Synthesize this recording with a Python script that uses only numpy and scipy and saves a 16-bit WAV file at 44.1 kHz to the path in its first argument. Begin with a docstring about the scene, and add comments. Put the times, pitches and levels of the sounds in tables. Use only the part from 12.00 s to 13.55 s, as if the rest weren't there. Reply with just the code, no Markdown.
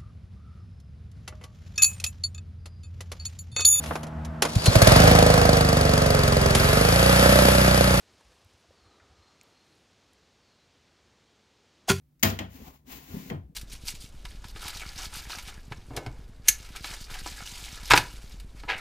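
"""A small door's catch snaps free and clacks back, close by and a little to the left in a quiet room.
The door's edge then scrapes along in two strokes with soft bumps, and the panel knocks once more.
Each blow is a burst of noise that sets the catch and panel ringing and booms in the room.
The scrape is grainy noise that swells and fades. A faint low rumble lies under it all."""
import sys
import numpy as np
from scipy import signal
from scipy.fft import rfft, irfft
from scipy.io import wavfile

SR = 44100
rng = np.random.default_rng(int(sys.argv[2]) if len(sys.argv) > 2 else 0)


def generate_wav(signal):
    """Clip the signal to [-1, 1] and save it as 16-bit WAV at the path in sys.argv[1]."""
    frames = np.transpose(np.atleast_2d(signal))
    scaled = np.clip(frames, -1, 1) * 32767
    pcm = np.round(scaled).astype(np.int16)
    wavfile.write(sys.argv[1], SR, pcm)


N = 68355
T = np.arange(N) / SR
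FREQS = np.maximum(np.arange(N // 2 + 1) * SR / N, 1)

# tone of the room's low boom: pitch_hz, level_db
BOOM_TONE = [(25, -35), (45, -13), (70, -1), (125, -3), (240, 4.5), (400, -4), (800, -48.5)]
# the door's resonances, which shape the clacks and the scrape: pitch_hz, width_hz, boost_db
DOOR_RESONANCES = [(476, 14, 1.5), (523, 14, 3), (750, 60, 2), (1032, 17, 3), (1425, 17, 4.5),
                   (1930, 190, 1.5), (2445, 30, -2), (2940, 380, 0), (3260, 90, 0.5), (4534, 100, 0.5),
                   (6700, 230, 5), (7050, 84, 3)]


def undb(db):
    """Turn decibels into a number to multiply by."""
    return 10 ** (np.asarray(db) / 20)


def along(points, hz):
    """Read between the rows of a (pitch_hz, value) table, with octaves evenly spaced."""
    pitches, values = np.array(points, float).T
    return np.interp(np.log(hz), np.log(pitches), values)


def colour(sound, gain):
    """Turn each frequency of a sound up or down."""
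    return irfft(rfft(sound) * gain, N)


def resonances(peaks):
    """Gain that boosts or dips a band for each (pitch_hz, width_hz, boost_db) row."""
    gains = [1 + (undb(db) - 1) / (1 + 1j * hz / width * (FREQS / hz - hz / FREQS))
             for hz, width, db in peaks]
    return np.prod(gains, axis=0)


def tilt(db_per_octave):
    """Gain that brightens or dulls a sound: a slope around 2 kHz, flat in the bass."""
    return undb(db_per_octave * np.log2(np.hypot(FREQS, 700) / 2000))


def noise(tone, spread):
    """Stereo noise with a given tone; spread makes left and right differ above the bass."""
    gain = undb(along(tone, FREQS))
    mid, side = colour(rng.standard_normal((2, N)), gain / np.sqrt(np.mean(gain ** 2)))
    side = colour(side, spread * FREQS / np.hypot(FREQS, 450))
    return np.array([mid + side, mid - side]) / np.sqrt(1 + spread ** 2 / 2)


def ring(start, rise_s, fade_s):
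    """Loudness of a blow over time: a quick rise, then a fall of 60 dB in fade_s."""
    age = np.maximum(T - start, 0)
    return (1 - np.exp(-age / rise_s)) * np.exp(-np.log(1000) * age / fade_s)


def room_rumble():
    """A faint indoor rumble with a weak hum."""
    # tone of the rumble: pitch_hz, level_db
    rumble_tone = [(25, -24), (64, 1.5), (105, -11.5), (145, -3), (190, -20.5), (250, -11), (400, -28.5),
                   (1000, -38), (8000, -47), (15800, -41)]
    hum_hz = 146
    return undb(-64) * noise(rumble_tone, spread=0.7) + undb(-68) * np.sin(2 * np.pi * hum_hz * T)


def edge_scrape():
    """The edge brushes along: a high hiss, a middle rasp and a low rub that makes the panel drone."""
    # loudness through the two strokes: time_s, hiss_db, rasp_db, rub_db
    strokes = [(.47, -81, -82.5, -76.5), (.505, -62, -77, -83), (0.561, -53.5, -63, -54.5),
               (0.601, -57.5, -66, -49.5), (.65, -55, -60.5, -59), (0.682, -52.5, -52.5, -50),
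               (.724, -64, -67, -57), (.748, -59.5, -63.5, -63.5), (.79, -72, -78, -76.5),
               (0.843, -87.5, -84, -67), (.872, -58, -69.5, -61), (0.923, -44, -51.5, -51.5),
               (0.974, -48.5, -62, -47.5), (1.02, -55, -62, -57), (1.05, -54.5, -63.5, -60),
               (1.09, -52.5, -64.5, -53.5), (1.15, -49.5, -54.5, -45.5), (1.25, -51.5, -64.5, -53),
               (1.301, -52.5, -69, -47.5), (1.32, -61, -44.5, -43), (1.419, -84.5, -86, -67),
               (1.55, -99, -93, -63.5)]
    # tones of the three parts: pitch_hz, level_db
    hiss_tone = [(1200, -7), (1450, 0.5), (1900, 3.5), (2700, 3.5), (3500, 0), (4200, -1.5), (7200, -4),
                 (8600, -13), (11500, -6), (13800, -1.5), (15200, 1)]
    rasp_tone = [(300, -33), (550, -8.5), (780, -1), (900, -2), (1050, 0), (1350, -12.5), (2500, -56)]
    rub_tone = [(30, -7), (60, 11.5), (110, -9), (150, 3), (260, -0.5), (400, -4.5), (800, -21),
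                (2000, -48)]
    times, *levels = np.array(strokes).T
    hiss_gain, rasp_gain, rub_gain = (undb(np.interp(T, times, db)) * (T > times[0]) for db in levels)
    grains_per_s = 200
    grain = undb(np.interp(T * grains_per_s, np.arange(N), rng.standard_normal(N)))  # about 1 dB
    bass_cut = FREQS / np.hypot(FREQS, 900)
    hiss = colour(noise(hiss_tone, spread=0.94), bass_cut) * hiss_gain
    rasp = noise(rasp_tone, spread=0.79) * rasp_gain
    panel_drone = resonances([(261.2, 8.6, 9.5)])
    rub = colour(noise(rub_tone, spread=0.37) * rub_gain, panel_drone)
    return colour((hiss + rasp + rub) * grain, resonances(DOOR_RESONANCES))


def panel_bumps():
    """Soft touches, and the main blow on the catch, rock the panel for a few swings and leave a short boom."""
    # the touches, the first being the panel rocking after the main blow: start_s, level_db, pitch_hz, length_s
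    bumps = [(0.2286, -21.5, 240, 0.026), (.397, -36.5, 310.2, 0.029), (.415, -40.5, 182.3, 0.048),
             (0.542, -44.5, 261, 0.024), (0.612, -42.5, 231, 0.02), (.612, -46, 61.5, 0.033),
             (.6155, -45, 524, 0.0038), (0.87, -45.5, 257.2, .04), (1.085, -41, 270, 0.0089),
             (1.095, -42, 90, 0.046), (1.137, -41.5, 397, 0.024), (1.1415, -27, 199, 0.0094),
             (1.166, -29.5, 182, .012), (1.186, -40.5, 194.5, 0.03), (1.258, -37.5, 186, 0.011),
             (1.305, -36, 482.5, 0.019), (1.311, -26.5, 206.6, 0.011), (1.326, -30.5, 145.1, 0.04),
             (1.345, -34.5, 94.7, 0.069), (1.43, -44.5, 64, 0.041), (1.492, -44, 162.6, 0.018)]
    out = 0
    for start, db, hz, length in bumps:
        age = np.maximum(T - start, 0)
        swell = 2 * age / length
        rocking = swell ** 2 * np.exp(2 - 2 * swell) * np.sin(2 * np.pi * hz * age)
        boom = noise(BOOM_TONE, spread=0.49) * ring(start, rise_s=0.0013, fade_s=0.083)
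        out += undb(db) * (rocking + undb(-14.5) * boom)
    return out


def room_echo(start):
    """One blow bounces around the room as a wash of noise; the high octaves die first."""
    # tone of the echo: pitch_hz, level_db
    echo_tone = [(40, -23), (130, 4), (300, -2), (700, 3.5), (1450, -1.5), (2200, -3), (4000, -8.5),
                 (7200, -15.5), (8500, -23.5), (11500, -20.5), (15500, -11.5)]
    # how long the room rings: pitch_hz, fade_s
    room_fades = [(100, 0.66), (600, 0.27), (2500, 0.28), (7000, 0.23), (15000, 0.23)]
    octaves_hz = np.geomspace(125, 16000, 8)
    wash = noise(echo_tone, spread=0.8)
    out = 0
    for hz, this_octave in zip(octaves_hz, np.eye(8)):
        band = np.interp(np.log(FREQS), np.log(octaves_hz), this_octave)
        out += colour(wash, band) * ring(start, rise_s=0.0057, fade_s=along(room_fades, hz))
    return out


def catch_knocks():
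    """Each blow on the catch gives a hard clack, an echo, ringing notes and a low boom."""
    # the blows: start_s, clack_db, clack_tilt_db_per_octave, clack_fade_s,
    # echo_db, echo_tilt_db_per_octave, catch_boost_db, notes_db, boom_db
    blows = [(0.1951, -48.5, 2, 0.034, -50, 5.5, -13, -80.5, -67),
             (0.2274, -5.5, -1, 0.056, -6, 2.5, 4, -34.5, -33),
             (0.2318, 2, 1, 0.032, 0, 1.86, -2, -0.5, -0.5),
             (0.3001, -17.5, -2, .04, -18.5, -1.5, 6, -35.5, -9.5),
             (0.3891, -12, -3.5, 0.036, -16, -2, 6.5, -16, -16),
             (1.3, -16.5, -6.5, 0.028, -20.5, -5.5, 3, -21, -9)]
    # tone of the clack: pitch_hz, level_db
    clack_tone = [(60, -27.5), (400, -7.5), (900, -1), (1450, -7), (2000, 6), (3200, -1), (4500, -2),
                  (7200, -0.5), (8500, -16), (11500, -6.5), (15500, -5.5)]
    # low notes of the struck panel: pitch_hz, level_db, fade_s
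    panel_notes = [(68, -13, 1), (96.4, 1, .45), (147.6, -17.5, 0.4), (184.6, -12.5, .5), (215, 2, .24),
                   (261.1, -0.5, 0.22), (654.6, -7.5, .3)]
    # high notes of the struck catch: pitch_hz, level_db
    catch_notes = [(826, -18.5), (953, -17.5), (1335, -10.5), (1680, -15.5), (1860, -6), (1909, -13.5),
                   (2191, -16), (2380, -15.5), (2530, -15), (2799, -19.5), (3168, -9.5), (4355, -22)]
    catch_hz, catch_width_hz, catch_fade_s = 3100, 630, 0.21
    notes = panel_notes + [(hz, db, catch_fade_s) for hz, db in catch_notes]
    out = 0
    for start, clack_db, clack_tilt, clack_fade, echo_db, echo_tilt, boost_db, notes_db, boom_db in blows:
        door = resonances(DOOR_RESONANCES + [(catch_hz, catch_width_hz, boost_db)])
        clack = noise(clack_tone, spread=0.85) * ring(start, rise_s=0.0003, fade_s=clack_fade)
        out += undb(clack_db - 14.5) * colour(clack, door * tilt(clack_tilt))
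        out += undb(echo_db - 21.5) * colour(room_echo(start), door * tilt(echo_tilt))
        for hz, db, fade_s in notes:
            note = np.sin(2 * np.pi * hz * (T - start)) * ring(start, rise_s=1.7 / hz, fade_s=fade_s)
            out += undb(notes_db + db - 20) * note
        boom = noise(BOOM_TONE, spread=0.35) * ring(start + 0.003, rise_s=0.007, fade_s=0.26)
        out += undb(boom_db - 23.5) * boom
    return out


def scene():
    """The door is heard sooner, louder and brighter on the left, over the rumble."""
    # how much louder the left side is: pitch_hz, left_minus_right_db
    balance = [(60, 2.5), (125, 2), (250, 2.7), (520, 4.5), (1100, 1.5), (2000, 1.5), (4000, 4.6),
               (8000, 7), (13000, 10.6)]
    right_delay_s = 0.00038
    half_db = along(balance, FREQS) / 2
    left = undb(half_db)
    right = undb(-half_db) * np.exp(-2j * np.pi * FREQS * right_delay_s)
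    door = catch_knocks() + panel_bumps() + edge_scrape()
    return colour(door, np.array([left, right])) + room_rumble()


def record(dry):
    """Cut away the very highest treble."""
    top_hz = 15900
    return signal.sosfilt(signal.ellip(10, 0.2, 80, top_hz, fs=SR, output="sos"), dry)


dry = scene()
out = record(dry)
generate_wav(out)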